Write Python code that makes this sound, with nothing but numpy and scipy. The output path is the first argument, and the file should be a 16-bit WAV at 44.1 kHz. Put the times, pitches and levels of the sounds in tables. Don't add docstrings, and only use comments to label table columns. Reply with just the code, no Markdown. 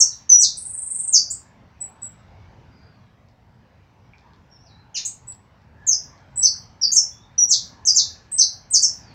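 import sys
import numpy as np
from scipy import signal
from scipy.io import wavfile
from scipy.ndimage import uniform_filter1d, minimum_filter1d

SR = 44100
rng = np.random.default_rng(int(sys.argv[2]) if len(sys.argv) > 2 else 0)


def transcribe(u):
    v = np.clip(np.atleast_2d(u).T, -1, 1)
    q = np.round(v * 32767).astype(np.int16)
    wavfile.write(sys.argv[1], SR, q)


def nominal_scale(level):
    x = np.asarray(level, float) / 20
    return 10 ** x


N = 403071
FLICKS = 13


def finch():
    octave_db, bright_octave_db = -44, -35
    out = np.zeros(N)
    for rows in song():
        rising = rows[-1, 1] > 1.15 * rows[0, 1]
        add(out, *whistle(rows, [0, bright_octave_db if rising else octave_db]))
    for k in range(FLICKS):
        add(out, *whistle(flick(k), [0, bright_octave_db]))
    add_harsh_call(out)
    return out


def song():
    # (start [s], length [s], top [Hz], end [Hz], effort [dB])
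    swoops = [(0, .019, 8900, 5480, -4), (5.866, .02, 7750, 6400, -11), (6.826, .024, 5500, 4620, -10),
              (6.952, .034, 8100, 5350, -8), (7.867, .033, 6770, 4780, -9), (8.818, .032, 8530, 5280, -10)]
    # (start [s], length [s], top [Hz], end [Hz], effort [dB])
    slides = [(1.124, .046, 7445, 4520, -8), (5.91, .025, 6300, 4920, -15), (8.729, .037, 7400, 4450, -9)]
    # (start [s], length [s], first [Hz], top [Hz], effort [dB])
    rises = [(.392, .009, 8000, 8700, -13), (1.302, .018, 6750, 8350, -14), (5.05, .016, 6200, 8400, -15),
             (6.917, .023, 6190, 7450, -12), (7.851, .016, 6000, 8100, -18)]
    # (start [s], length [s], top [Hz], end [Hz], effort [dB])
    hooks = [(.396, .058, 7900, 3510, -10), (7.488, .06, 7710, 3220, -10), (7.946, .06, 7377, 3450, -10)]
    # (start [s], length [s], top [Hz], end [Hz], effort [dB])
    arches = [(6.424, .047, 6150, 4300, -11), (8.381, .044, 6251, 3960, -9)]
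    # (start [s], length [s], onset [Hz], held [Hz], effort [dB])
    held = [(.292, .08, 6400, 6080, -6.5), (5.882, .03, 6400, 6410, -17), (6.358, .047, 7334, 8100, -14),
            (6.813, .014, 5200, 5750, -15), (6.942, .012, 8500, 8850, -17), (7.379, .056, 5662, 5960, -9.5),
            (8.315, .045, 7440, 8400, -14), (8.703, .027, 7500, 8450, -14)]
    # (start [s], length [s], onset [Hz], held [Hz], effort [dB])
    chips = [(1.804, .036, 7694, 7980, -21), (2.017, .033, 8020, 7860, -21), (5.271, .029, 7700, 7950, -25)]
    # lead-in [s], how long the glide hangs, how early it levels off (1 = never), onset [dB], end [dB]
    swoop, slide = (.006, 1.02, 2.7, -6, -4), (.008, 1.25, 1.6, -4, -1.5)
    rise = (.002, 1.1, 1.9, -3, -4)
    hook, arch = (.01, .95, 1.3, -13, -5), (.008, 1.9, 1.8, -10, -3)
    hold, chip = (.006, .7, 1.6, -9, -.6), (.007, 1.1, 1.1, -7, -10)
    notes = []
    for rows, kind in ((swoops, swoop), (slides, slide), (rises, rise)):
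        for s, length, first_hz, end_hz, db in rows:
            notes.append(glide(s, length, first_hz, first_hz, end_hz, db, kind))
    for rows, kind, depth in ((hooks, hook, .095), (arches, arch, .22)):
        for s, length, top_hz, end_hz, db in rows:
            notes.append(glide(s, length, top_hz * (1 - depth), top_hz, end_hz, db, kind))
    for rows, kind, sag in ((held, hold, .042), (chips, chip, .04)):
        for s, length, onset_hz, held_hz, db in rows:
            notes.append(glide(s, length, onset_hz, held_hz, held_hz * (1 - sag), db, kind))
    return notes


def flick(k):
    start_s, gap_s, slowing_s = .5695, .0405, .00014
    jump_s, loud_s, climb_s, stay_s = .0025, .003, .005, .013

    def along_trill(first, last):
        return first + (last - first) * k / (FLICKS - 1)

    low_hz, top_hz = along_trill(7700, 6500), along_trill(9830, 9110)
    db, tail_db = along_trill(-27, -16), along_trill(-11, -18)
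    t = np.cumsum([0, jump_s, loud_s, climb_s, stay_s])
    hz = [low_hz, 8100, 8550, top_hz, top_hz]
    shape_db = np.array([-14, -3, 0, tail_db, tail_db - 11 * k / FLICKS])
    scatter_db = 1.5 * rng.standard_normal()
    s = start_s + gap_s * k + slowing_s * k ** 2
    return np.c_[s + t, hz, db + shape_db + scatter_db]


def add_harsh_call(out):
    # (frequency [Hz], level [dB])
    throat_db = [(1800, -27), (2600, -16), (3300, -8), (4200, -6), (5400, 0.1), (6600, -2), (7300, -30),
                 (12000, -42)]
    start_s, length_s, top_hz, end_hz, level_db = 4.943, .037, 3300, 1620, -24
    shape = (.007, 1.15, 1.1, -14, -3)
    t, hz, db = glide(start_s, length_s, top_hz, top_hz, end_hz, level_db, shape, throat=False).T
    for k in range(1, 5):
        harmonic = np.c_[t, k * hz, db + read(throat_db, k * hz)]
        add(out, *whistle(harmonic, [0], waver=.035))


def glide(start, length, lead_hz, top_hz, end_hz, db, kind, throat=True):
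    # (frequency [Hz], level [dB])
    throat_db = [(3200, -24), (3800, -12), (4400, -5), (5300, -3), (6100, 0.1), (7200, -7.5), (8600, -10.5)]
    lead_s, hang, ease, onset_db, end_db = kind
    t = np.linspace(0, length, num=40)
    lead, rest = np.clip(t / lead_s, 0, 1), t / length
    if lead_hz != top_hz:
        rest = np.clip((t - lead_s) / (length - lead_s), 0, 1)
    bend = 1 - (1 - rest ** hang) ** ease
    hz = lead_hz + (top_hz - lead_hz) * np.sin(lead * np.pi / 2) + (end_hz - top_hz) * bend
    level_db = db + onset_db * (1 - lead) + end_db * rest ** 2
    return np.c_[start + t, hz, level_db + throat * read(throat_db, hz)]


def whistle(rows, partials_db, waver=.0021):
    s, hz, db = np.transpose(rows)
    t = np.arange(s[0], s[-1], 1 / SR)
    wobble = uniform_filter1d(rng.standard_normal(len(t)), size=256) * 16
    turns = np.cumsum(np.interp(t, s, hz) * (1 + waver * wobble)) / SR
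    tone = sum(nominal_scale(p) * np.sin(2 * np.pi * (k + 1) * turns) for k, p in enumerate(partials_db))
    fade = np.clip(np.minimum((t - s[0]) / 0.0015, (s[-1] - t) / 0.0032), 0, 1)
    level = np.sqrt(2) * nominal_scale(np.interp(t, s, db))
    return max(s[0], 0), level * np.sin(fade * np.pi / 2) ** 2 * tone


def echo(x, direct_db, tail_db, slower=0.89):
    # (frequency [Hz], time to fall 60 dB [s])
    porch_t60 = [(2000, 0.37), (5000, 0.27), (8000, 0.21), (14000, 0.16)]
    # (delay [s], level re direct sound [dB])
    walls = [(.0065, -7.5), (0.013, -6), (0.023, -8.5), (0.0266, -10.5)]
    yard_db, yard_slower = -21, 1.924
    taps = np.zeros(SR // 2)
    at = np.arange(200, len(taps) - 12, 12)
    taps[at + rng.integers(0, 12, len(at))] = rng.choice([-1., 1.], len(at))
    hz, t, z = signal.stft(taps, SR, nperseg=128)
    decay_db = -60 * t / (slower * read(porch_t60, hz)[:, None])
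    decay = nominal_scale(decay_db) + nominal_scale(yard_db + decay_db / yard_slower)
    tail = signal.istft(z * decay, SR, nperseg=128)[1]
    room = nominal_scale(tail_db) * tail / np.linalg.norm(tail)
    room[0] += nominal_scale(direct_db)
    for s, db in walls:
        burst = rng.standard_normal(100) * np.exp(-np.arange(100) / 30)
        add(room, s, nominal_scale(direct_db + db) * burst / np.linalg.norm(burst))
    return signal.oaconvolve(x, room)[:N]


def ticks():
    # (time [s], peak of the envelope [dB], centre [Hz], width [Hz])
    tick_rows = [(3.288, -49, 4990, 2500), (4.136, -42, 2350, 298), (4.184, -43, 4530, 3040),
                 (4.336, -45, 4050, 2500), (5.324, -40, 4800, 2500), (5.62, -55, 5080, 1500),
                 (6.18, -46, 4830, 2000), (6.551, -44, 1500, 396)]
    out, t = np.zeros(N), np.arange(800) / SR
    for s, db, hz, width_hz in tick_rows:
        rise = np.pi * width_hz * t
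        envelope = nominal_scale(db) * rise * np.exp(1 - rise)
        add(out, s - .001, envelope * np.sin(2 * np.pi * hz * t))
    return out


def far_birds():
    # (start [s], length [s], first [Hz], last [Hz], level at the bird [dB])
    calls = [(0, .1, 4492, 4683, -45), (.1, .03, 4700, 3750, -46), (2.71, .06, 4800, 4950, -64),
             (2.77, .05, 4850, 4700, -62), (2.81, .07, 4900, 4780, -63), (2.87, .12, 4700, 4250, -70),
             (2.99, .11, 4100, 3800, -76), (4.5, .07, 5600, 5350, -54), (4.58, .07, 5400, 5850, -58),
             (4.64, .055, 5900, 4000, -55), (4.69, .11, 3900, 4100, -58), (7.11, .1, 3430, 3500, -60),
             (7.21, .05, 3800, 3560, -57), (9, .13, 5050, 4200, -55)]
    shape = (.02, 1.1, 1.1, -6, -5)
    out = np.zeros(N)
    for s, length, first_hz, last_hz, db in calls:
        rows = glide(s, length, first_hz, first_hz, last_hz, db, shape, throat=False)
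        add(out, *whistle(rows, [0], waver=0.013))
    return out


def town():
    # (frequency [Hz], relative density [dB per Hz])
    rumble_shape = [(24, -40.5), (40, -5.5), (97, 2.5), (162, -6), (192, -6), (258, -10.5), (360, -23.5),
                    (450, -15.5), (580, -44), (990, -120)]
    # (frequency [Hz], relative density [dB per Hz])
    traffic_shape = [(210, -31.5), (350, -2.5), (413, -11), (548, -2.5), (600, -4), (665, -2.5), (904, 0),
                     (1230, -8.5), (1350, -8), (1980, -10.5), (2130, -11), (3390, -19), (5660, -22.5),
                     (7500, -37), (9750, -61.5), (16500, -120)]
    # (frequency [Hz], relative density [dB per Hz])
    whine_shape = [(1500, -29.5), (1640, -4.5), (1720, 1), (1800, -9), (1950, -29)]
    # (time [s], level [dB])
    whine_level = [(0, -73.5), (5.5, -80.5), (5.8, -68), (9.14, -66.5)]
    # (time [s], level [dB])
    bustle = [(0.0, -58), (0.86, -61), (2.59, -56), (3.33, -64), (4.09, -60), (5.79, -61), (5.87, -57),
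              (7.24, -60), (8.03, -56), (8.51, -60), (9.09, -55), (9.12, -52)]
    t = np.arange(N) / SR
    swell_db = np.interp(t, *np.transpose(bustle))
    swell_db = swell_db - swell_db.mean()
    rumble = drone(rumble_shape, -52.2 + .55 * swell_db, patchy_db=1.8)
    traffic = drone(traffic_shape, -58.5 + .95 * swell_db, patchy_db=2.5)
    whine = drone(whine_shape, np.interp(t, *np.transpose(whine_level)), patchy_db=5.5)
    return rumble + whine + traffic


def drone(shape, level_db, patchy_db):
    frames, hz = N // 512 + 5, np.fft.rfftfreq(2048, 1 / SR)
    a, b, patches = rng.standard_normal((frames, len(hz), 3)).T
    patches = uniform_filter1d(uniform_filter1d(patches, size=12, axis=0), size=10, axis=1)
    spectrum_db = read(shape, hz)[:, None] + patchy_db * patches / patches.std()
    x = signal.istft((a + 1j * b) * nominal_scale(spectrum_db), nperseg=2048, noverlap=1536)[1][:N]
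    return x / x.std() * nominal_scale(level_db)


def read(points, hz):
    f, value = np.transpose(points)
    return np.interp(np.log(hz + 1), np.log(f + 1), value)


def add(mix, s, sound):
    at = round(s * SR)
    part = mix[at:][:len(sound)]
    part += sound[:len(part)]


def band(x, lo_hz, hi_hz, size=255):
    return signal.oaconvolve(x, signal.firwin(size, [lo_hz, hi_hz], pass_zero=False, fs=SR), "same")


def scene():
    near = echo(finch(), direct_db=-6, tail_db=0.5) + echo(ticks(), direct_db=0, tail_db=-5)
    far = echo(far_birds(), direct_db=-7.5, tail_db=-3, slower=1.2)
    return (near + far + town())[None]


def gate_gain(x):
    block, block_start = 441, 397
    open_db, depth_db, slope, fall_db = -47, 32.5, 1.5, 3
    starts = np.arange(block_start, N, block)
    power_db = 10 * np.log10(np.add.reduceat(band(x, 5500, 12000) ** 2, starts) / block + 1e-12)
    wanted_db = np.clip(slope * (power_db - open_db), -depth_db, 0)
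    fall = fall_db * np.arange(len(starts))
    gain_db = np.maximum.accumulate(wanted_db + fall) - fall
    return nominal_scale(np.r_[np.zeros(block_start + block), np.repeat(gain_db, block)][:N])


def limited(x):
    peak = -minimum_filter1d(-abs(x), size=129)
    return x / np.maximum(uniform_filter1d(np.maximum(peak, 1), size=65), 1)


def top_cut(x):
    return signal.sosfilt(signal.butter(12, 15935, fs=SR, output="sos"), x)


def record(dry):
    split_hz, mirror_reach_hz = 8000, 1500
    x = signal.sosfilt(signal.butter(3, 42, "high", fs=SR, output="sos"), dry[0])
    hiss, circuit = rng.standard_normal((N, 2)).T
    x = x + nominal_scale(-77.5) * band(hiss, 7500, 16340)
    x = x + nominal_scale(1) * band(x, 12300, 15800, size=41)
    flipped = 2 * x * np.cos(2 * np.pi * 2 * split_hz * np.arange(N) / SR)
    upper = band(x, split_hz, SR / 2 - 1000, size=101)
    lower = x - upper
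    lower += nominal_scale(-21.5) * band(flipped, split_hz - mirror_reach_hz, split_hz, size=61)
    upper += nominal_scale(-31.5) * band(flipped, split_hz, split_hz + mirror_reach_hz, size=61)
    circuit_noise = nominal_scale(-88.5) * np.diff(circuit, prepend=0)
    mix = limited(lower + gate_gain(x) * upper) + circuit_noise
    return top_cut(mix)


dry = scene()
out = record(dry)
transcribe(out)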